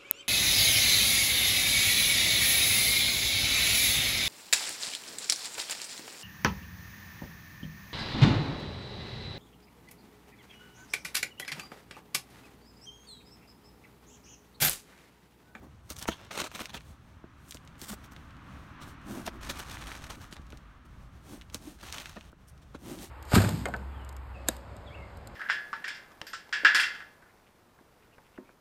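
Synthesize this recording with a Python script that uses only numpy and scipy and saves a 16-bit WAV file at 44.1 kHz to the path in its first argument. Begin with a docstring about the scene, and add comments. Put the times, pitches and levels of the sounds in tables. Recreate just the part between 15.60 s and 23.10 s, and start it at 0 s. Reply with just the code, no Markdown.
"""Outdoors, at a parked car: masking tape is pulled by hand round the plastic headlamp.
A low rumble, some wind and the swell of distant traffic lie behind the work.
Close by, fingers rub, squeak and bump the hollow lamp, and the stiff paper ticks as it creases.
Each short tug and longer pull is a rush of tiny snaps in the glue."""
import sys
import numpy as np
from scipy import signal
from scipy.fft import rfft, irfft, next_fast_len
from scipy.io import wavfile

SR = 44100
rng = np.random.default_rng(int(sys.argv[2]) if len(sys.argv) > 2 else 0)


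def digitize_waveform(pressure):
    """Quantize a signal to 16-bit integers and store it at the path in sys.argv[1].

    Rows of a 2-D input are taken as channels; values are limited to [-1, 1].
    """
    field = np.atleast_2d(pressure).T
    bounded = np.clip(field, -1, 1)
    quanta = np.round(bounded * 32767).astype(np.int16)
    wavfile.write(sys.argv[1], SR, quanta)


N = 330750
TIME = np.arange(N) / SR


def amp(db):
    """Decibels to gain."""
    return 10 ** (np.asarray(db) / 20)


def unit_rms(x):
    """Scales to an rms of 1."""
    return x / np.sqrt(np.mean(x ** 2) + 1e-20)


def eq_db(curve, hz):
    """Reads an EQ curve along a logarithmic frequency axis."""
    f, db = np.transpose(curve)
    return np.interp(np.log(hz + 1), np.log(f + 1), db)


def add(mix, s, sound):
    """Lays a sound into the mix at time s."""
    part = mix[max(round(s * SR), 0):][:len(sound)]
    part += sound[:len(part)]


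def colour(x, *curves):
    """Passes x through EQ curves; the result has an rms of 1."""
    size = next_fast_len(len(x))
    hz = np.fft.rfftfreq(size, 1 / SR)
    gain = amp(sum(eq_db(curve, hz) for curve in curves))
    return unit_rms(irfft(rfft(x, size) * gain, size)[:len(x)])


def ping(gain_db, size):
    """Causal impulse response of a spectrum: all starts at once, then rings out."""
    cepstrum = irfft(gain_db * np.log(10) / 20)
    cepstrum[1:size // 2] *= 2
    cepstrum[size // 2 + 1:] = 0
    return irfft(np.exp(rfft(cepstrum)))


def wander(per_s):
    """Random modulation with an rms of 1."""
    return unit_rms(np.interp(TIME * per_s, np.arange(N), rng.standard_normal(N)))


def stroke(crest, length, rise_share, power=1.57):
    """One movement of the hand: the samples that it covers and its swell over them."""
    rise = length * rise_share
    fall = length - rise
    span = slice(max(int((crest - 4 * rise) * SR), 0), int((crest + 4 * fall) * SR))
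    t = TIME[span] - crest
    return span, np.exp(-(abs(t) / np.where(t < 0, rise, fall)) ** power)


def snaps(per_s, spread_db):
    """Crackle: random tiny impulses, most weak and a few strong."""
    strength = amp(spread_db * np.minimum(rng.exponential(1, N), 4))
    return unit_rms(strength * rng.choice([-1, 1], N) * (rng.random(N) < per_s / SR))


# EQ of the outdoor air: (frequency [Hz], gain [dB])
AIR_EQ = [(20, -23), (40, -9), (62, 4.5), (95, -1.5), (130, -3), (190, -8.5), (280, -18), (420, -21),
          (700, -21.5), (1100, -25), (2000, -32), (4500, -36), (8500, -41.5), (16000, -49.5)]


def rumble(level_db=-53):
    """A low bed of outdoor noise whose level wavers."""
    return amp(level_db + 2.94 * wander(per_s=16)) * colour(rng.standard_normal(N), AIR_EQ)


# EQ of far-off tyres: (frequency [Hz], gain [dB])
ROAD_EQ = [(50, 3.5), (130, 11), (190, 5), (280, 8), (430, -12), (750, -7.5), (1150, 2.5), (1500, -0.5),
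           (2000, -6.5), (3200, -13), (4800, -23), (6200, -27), (8000, -39), (16000, -62)]


def traffic(steady_db=-67.5, pass_db=-47.5, nearest_s=3.506, near_s=1.185):
    """One vehicle swells and fades on a far road, over the steady traffic beyond it."""
    pass_by = amp(pass_db) / (1 + ((TIME - nearest_s) / near_s) ** 2)
    gain = np.hypot(amp(steady_db), pass_by) * amp(0.96 * wander(per_s=8.1))
    return gain * colour(rng.standard_normal(N), ROAD_EQ)


# EQ of the wind's buffeting: (frequency [Hz], gain [dB])
WIND_EQ = [(15, -9), (36, -4.5), (55, 4.5), (90, -14.5), (200, -33), (600, -44), (2000, -90)]
# Envelope of the gust: (time [s], level [dB])
GUST_ENVELOPE = [(0, -77), (2.2, -81), (3.8, -47), (4.15, -45), (5.0, -55.5), (5.8, -55), (7.5, -60.5)]


def wind():
    """A gust buffets the microphone in deep lumps."""
    level_db = np.interp(TIME, *np.transpose(GUST_ENVELOPE)) + 1.2 * wander(per_s=14)
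    return amp(level_db) * colour(rng.standard_normal(N), WIND_EQ)


def yard(x, wet_db=-24, t60=1.0, size=16000):
    """Adds weak scattered echoes from the car body and the paved yard."""
    t = np.arange(size) / SR
    taps = rng.standard_normal(size) * (rng.random(size) < 2500 / SR)
    decay = amp(-60 * t / t60) * (t > .003)  # 3 ms of pre-delay
    tail = colour(taps * decay, [(1500, -11.5), (5000, -9.0), (14000, -15.0)]) / np.sqrt(size)
    return x + amp(wet_db) * signal.fftconvolve(x, tail)[:N]


# EQs of the skin's hiss and the lamp's hollow body: (frequency [Hz], gain [dB])
SKIN_EQ = [(300, -9), (1000, -5), (3000, -1), (6000, -2.5), (9000, -2.5), (12000, -7), (16000, -12)]
HOLLOW_EQ = [(80, -27), (160, 0), (220, 2.5), (350, 3), (460, -12.5), (570, -8.5), (800, -9.5),
             (1500, -17.5), (3000, -37)]
# Fingers sliding over tape and lamp: (crest [s], length [s], hiss level [dB], body level [dB])
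RUB_CUES = [(0.043, .055, -67, -46.5), (0.283, 0.082, -64.5, -64), (1.283, 0.12, -62, -61.5),
            (1.883, .15, -62, -61), (3.288, 0.068, -55, -50.5), (3.504, 0.057, -54, -43),
            (3.57, 0.14, -49.5, -40), (3.754, 0.062, -68, -47.5), (4.577, 0.055, -61, -50),
            (5.26, 0.022, -67, -55), (5.727, 0.13, -52.5, -46.5), (6.077, 0.14, -52.5, -49),
            (7.305, 0.13, -48, -40.5), (7.434, 0.078, -46, -43.5)]


def finger_rubs():
    """Skin drags on paper: a fine hiss, and a murmur of the hollow lamp beneath."""
    hiss = colour(snaps(per_s=16000, spread_db=5.0), SKIN_EQ)
    body = colour(snaps(per_s=1500, spread_db=1.0), HOLLOW_EQ)
    out = np.zeros(N)
    for crest, length, hiss_db, body_db in RUB_CUES:
        span, swell = stroke(crest, length, rise_share=.5)
        out[span] += swell * (amp(hiss_db) * hiss[span] + amp(body_db) * body[span])
    return out


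# Squeaks, low from a fingertip, high from the tape: (crest [s], half length [s], level [dB], pitch [Hz])
SQUEAK_CUES = [(0.525, .016, -41, 3300), (1.174, .012, -45.5, 2860), (2.324, 0.017, -36, 210),
               (3.229, .012, -55, 3500), (3.499, 0.024, -39.5, 210), (3.578, 0.029, -38, 218),
               (3.682, .007, -34.5, 666), (5.735, .015, -45.5, 317), (6.079, .013, -40.5, 285),
               (7.328, .013, -41, 254)]


def squeaks(relative_width=0.27):
    """Stick-slip: for a moment the slips fall into step with one resonance and give a fuzzy pitch."""
    out = np.zeros(N)
    for crest, half_length, db, pitch_hz in SQUEAK_CUES:
        span, swell = stroke(crest, 2 * half_length, rise_share=.5)
        slips = rng.standard_normal(len(swell))
        hz = np.fft.rfftfreq(len(swell), 1 / SR)
        resonance = 1 / (1 + (2 * (hz / pitch_hz - 1) / relative_width) ** 2)
        tone = swell * irfft(rfft(slips) * resonance, len(swell))
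        out[span] += amp(db) * np.sqrt(np.mean(swell ** 2)) * unit_rms(tone)
    return out


# Modes of the lamp housing: (frequency [Hz], level [dB], decay by 60 dB [s])
LAMP_MODES = [(73, -9.5, 0.1), (156, -7, 0.06), (240.6, -1.5, 0.055), (335, -1.5, 0.059),
              (460, -1.5, 0.036), (607, -4, 0.061), (907, 1.5, 0.018), (1303, 5, 0.029), (1610, 5, 0.031),
              (1710, -9, 0.044)]
# Bumps on the housing: (time [s], peak [dB], hardness as a low-pass corner [Hz])
BUMP_CUES = [(.306, -34.5, 690), (.4854, -16, 1150), (.816, -27, 1300), (1.006, -31, 705),
             (1.639, -33.5, 400), (1.947, -37.5, 500), (2.219, -33.5, 400), (2.33, -32.5, 1200),
             (3.678, -27, 1400), (4.724, -36.5, 500), (4.792, -34, 90), (4.928, -37.5, 700),
             (5.946, -31.5, 450), (6.232, -35.5, 1500), (6.571, -32, 1400), (6.728, -43, 1080),
             (7.147, -29, 795)]


def lamp_bumps(size=6000, detune=0.062):
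    """A push rings the hollow housing; soft ones reach only its low modes."""
    t = np.arange(size) / SR
    hz, mode_db, t60 = np.transpose(LAMP_MODES)[:, :, None]
    polarity = (-1) ** np.arange(len(LAMP_MODES))[:, None]
    out = np.zeros(N)
    for s, db, corner_hz in BUMP_CUES:
        spot_hz = hz * (1 + detune * rng.standard_normal(hz.shape))  # each spot has its own tuning
        modes = amp(mode_db - 60 * t / t60) * np.sin(2 * np.pi * spot_hz * t)
        ring = (polarity * modes / (1 + (hz / corner_hz) ** 2)).sum(0)
        add(out, s, amp(db) * ring / abs(ring).max())
    return out


def small_creases(per_s=30, over_pull_db=6.5, pull_hz=3000, settle_s=.3, settle_db=-45, settle_hz=4200):
    """Random cues for lesser ticks: thick during a pull, one faint as the strip settles after a tug."""
    def varied(s, db, hz, spread_db=2.5, spread_octaves=0.48):
        strength, pitch = rng.standard_normal(2)
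        return s, db + spread_db * strength, hz * 2 ** (spread_octaves * pitch)

    for _, envelope in PULL_CUES:
        times, levels = np.transpose(envelope)
        count = round(per_s * (times[-1] - times[0]))
        for s in rng.uniform(times[0], times[-1], count):
            yield varied(s, np.interp(s, times, levels) + over_pull_db, pull_hz)
    for crest, *_ in TUG_CUES:
        yield varied(crest + settle_s * rng.random(), settle_db, settle_hz)


# The loudest ticks of the creasing paper: (time [s], peak [dB], centre [Hz])
TICK_CUES = [(.3027, -19, 6420), (.366, -27.5, 4600), (.4265, -19.5, 6940), (.456, -26, 1200),
             (.4869, -15.5, 1680), (.7127, -28, 2000), (.916, -31.5, 1470), (.9501, -26, 3000),
             (.9935, -24.5, 1290), (1.006, -23, 2830), (1.057, -20, 3340), (1.176, -30.5, 3100),
             (1.2078, -36, 2460), (1.9095, -22, 5530), (1.923, -26.5, 3380), (1.946, -27, 5700),
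             (1.971, -32, 2900), (2.0757, -35, 3370), (2.2163, -22.5, 5800), (2.5642, -32, 2550),
             (3.6655, -21.5, 4300), (3.6795, -28, 2100), (3.8974, -19, 2800), (4.1709, -27.5, 1570),
             (4.2241, -25.5, 1900), (4.3177, -25.5, 1800), (4.4425, -28.5, 2420), (4.499, -34, 2100),
             (4.7264, -27, 2920), (4.767, -33, 2930), (4.904, -37, 4500), (4.924, -35, 2590),
             (4.9734, -37, 4470), (5.813, -33, 2690), (5.82, -34, 2680), (5.9, -36, 2880),
             (5.9455, -14.5, 4900), (6.3256, -17.5, 4220), (6.35, -30, 3600), (6.3834, -20.5, 3150),
             (6.401, -24, 3100), (6.4579, -24, 2380), (6.61, -34, 2600), (7.389, -30.5, 3980)]


def paper_ticks(size=1024, flutter_db=-24, flutter_s=0.0052, echo_gain=0.26, echo_s=.00035):
    """A crease buckles: one heavily damped ring, its echo off the lamp, then a flutter of the strip."""
    hz, t = np.fft.rfftfreq(size, 1 / SR), np.arange(size) / SR
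    out = np.zeros(N)
    for s, db, centre_hz in [*TICK_CUES, *small_creases()]:
        octaves = np.log2((hz + 100) / centre_hz)
        slope_db = np.where(octaves < 0, 10, 13.5)  # per octave, either side of a rounded top
        ring = ping(-slope_db * octaves ** 2 / np.sqrt(octaves ** 2 + 2.0), size)
        drive = amp(flutter_db) * rng.standard_normal(size) * np.exp(-t / flutter_s)
        drive[0] = 1  # the buckle itself
        drive[1 + int(echo_s * SR * rng.uniform(.7, 1.6))] += echo_gain
        add(out, s, amp(db) * signal.fftconvolve(drive, ring / abs(ring).max()))
    return out


# Short tugs at the tape: (crest [s], length [s], level [dB], brightness [dB])
TUG_CUES = [(0.308, 0.031, -39, 8), (0.365, 0.02, -46.5, 4), (.391, 0.019, -40, 13),
            (0.423, 0.027, -38, 4.5), (0.482, 0.022, -33, 5.5), (0.52, 0.039, -42.5, -2.5),
            (0.608, 0.14, -51, -7), (0.711, 0.0088, -34.5, -9), (1.097, 0.023, -44, -2),
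            (1.145, 0.031, -36.5, -2.5), (1.9, 0.073, -54.5, 16), (1.952, 0.02, -51, 11),
            (2.444, 0.031, -52.5, 3), (2.521, 0.022, -50, 4), (3.223, 0.032, -44, 1.5),
            (3.663, 0.026, -39.5, 7), (3.68, 0.014, -37, -12), (3.902, 0.021, -33, 3.5),
            (3.992, 0.017, -44, 8), (4.623, 0.068, -48, 0), (4.726, 0.029, -46.5, 4.5),
            (4.765, 0.025, -49, -12), (5.944, 0.036, -43.5, 5.5), (6.232, 0.011, -41.5, 1),
            (6.568, 0.016, -39.5, -22), (6.886, 0.031, -56.5, 17), (7.025, 0.017, -55, -0.5),
            (7.151, 0.02, -44, -7.5)]
# Sustained pulls: (brightness [dB], envelope of (time [s], level [dB]))
PULL_CUES = [(-1.5, [(0.715, -41.5), (0.73, -42.5), (0.75, -37), (0.77, -42), (0.777, -30.5), (0.82, -31.5),
             (0.833, -40.5), (0.85, -33), (0.89, -56)]), (0.5, [(0.915, -51), (0.94, -50.5), (0.953, -37),
             (0.975, -51), (1.003, -33.5), (1.035, -45), (1.075, -55)]), (8, [(2.18, -60), (2.225, -41.5),
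             (2.268, -50.5), (2.29, -39.5), (2.335, -39.5), (2.36, -65)]), (-1, [(3.805, -61),
             (3.83, -43.5), (3.89, -45), (3.945, -45.5), (4.01, -43), (4.07, -50.5), (4.12, -39.5),
             (4.185, -49.5), (4.255, -49), (4.285, -43), (4.36, -44), (4.395, -53), (4.47, -46),
             (4.488, -53), (4.505, -42), (4.56, -56)]), (1, [(6.185, -56.5), (6.235, -51.5), (6.285, -43),
             (6.305, -48.5), (6.345, -44), (6.41, -44), (6.44, -47.5), (6.49, -49.5), (6.54, -59),
             (6.61, -60), (6.7, -62)])]


def tugs_and_pulls(catch_db=2.0):
    """Each move's span, gain envelope and brightness; in a pull the glue catches and gives."""
    for crest, length, db, bright_db in TUG_CUES:
        span, swell = stroke(crest, length, rise_share=.31)
        yield span, amp(db) * swell, bright_db
    catches = catch_db * wander(per_s=70)
    for bright_db, envelope in PULL_CUES:
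        times, levels = np.transpose(envelope)
        span = slice(int(times[0] * SR), int(times[-1] * SR))
        yield span, amp(np.interp(TIME[span], times, levels) + catches[span]), bright_db


# EQ of the peeling tape: (frequency [Hz], gain [dB])
TAPE_EQ = [(60, -20), (200, 0.5), (450, -3), (800, -0.5), (1400, 0), (2000, -3.5), (3400, -4), (5800, -7),
           (7500, -9.5), (11000, -15), (16000, -21.5)]


def tape_peel(dense_db=-35, range_db=16, ripple_db=3.5, smear_s=0.15):
    """Glue threads snap in clumps as the crepe ridges let go; the free strip of paper radiates them."""
    ridges = amp(2.64 * wander(per_s=450))
    crackle, rush = snaps(per_s=7000, spread_db=3.0), snaps(per_s=22000, spread_db=1.5)
    strip_hz = np.geomspace(500, 14000, 22)
    out = np.zeros(N)
    for span, gain, bright_db in tugs_and_pulls():
        level_db = 20 * np.log10(gain + 1e-9)
        speed = np.clip(1 + (level_db - dense_db) / range_db, 0, 1)  # a hard tug merges the snaps
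        glue = ridges[span] * (np.sqrt(speed) * rush[span] + np.sqrt(1 - speed) * crackle[span])
        # A short taut strip is bright and thin, a slack one dull.
        tautness_eq = [(1200, 1.0 - 0.33 * bright_db), (3600, 0), (9000, bright_db)]
        # Each length of free strip has its own peaks; they smear as it lengthens during a pull.
        smear = np.hypot(1, len(gain) / SR / smear_s)
        ripple = ripple_db / smear * rng.standard_normal(len(strip_hz))
        out[span] += gain * colour(glue, TAPE_EQ, tautness_eq, np.c_[strip_hz, ripple])
    return out


def scene():
    """The hand at work close by, over the outdoor bed."""
    bed = rumble() + traffic() + wind()
    hand = tape_peel() + lamp_bumps() + finger_rubs() + squeaks() + paper_ticks()
    return (bed + yard(hand))[None]


# Ripple of the microphone's port: (frequency [Hz], gain [dB])
PORT_EQ = [(3300, -2), (4200, -2.5), (4900, -5), (5400, -2.5), (6300, -1.5), (7500, -4), (8300, -2.5),
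           (9400, -2.5), (10300, -5.5), (11400, -2), (12600, -1), (15000, -3)]


def record(dry, cutoff_hz=16050):
    """The microphone's port ripples the treble; a steep low-pass trims the top."""
    port_gain = amp(eq_db(PORT_EQ, np.fft.rfftfreq(N, 1 / SR)))
    ported = irfft(rfft(dry) * port_gain, N)
    lowpass = signal.firwin(511, cutoff_hz, window=("kaiser", 9), fs=SR)
    return signal.oaconvolve(ported, lowpass[None], "same")


dry = scene()
out = record(dry)
digitize_waveform(out)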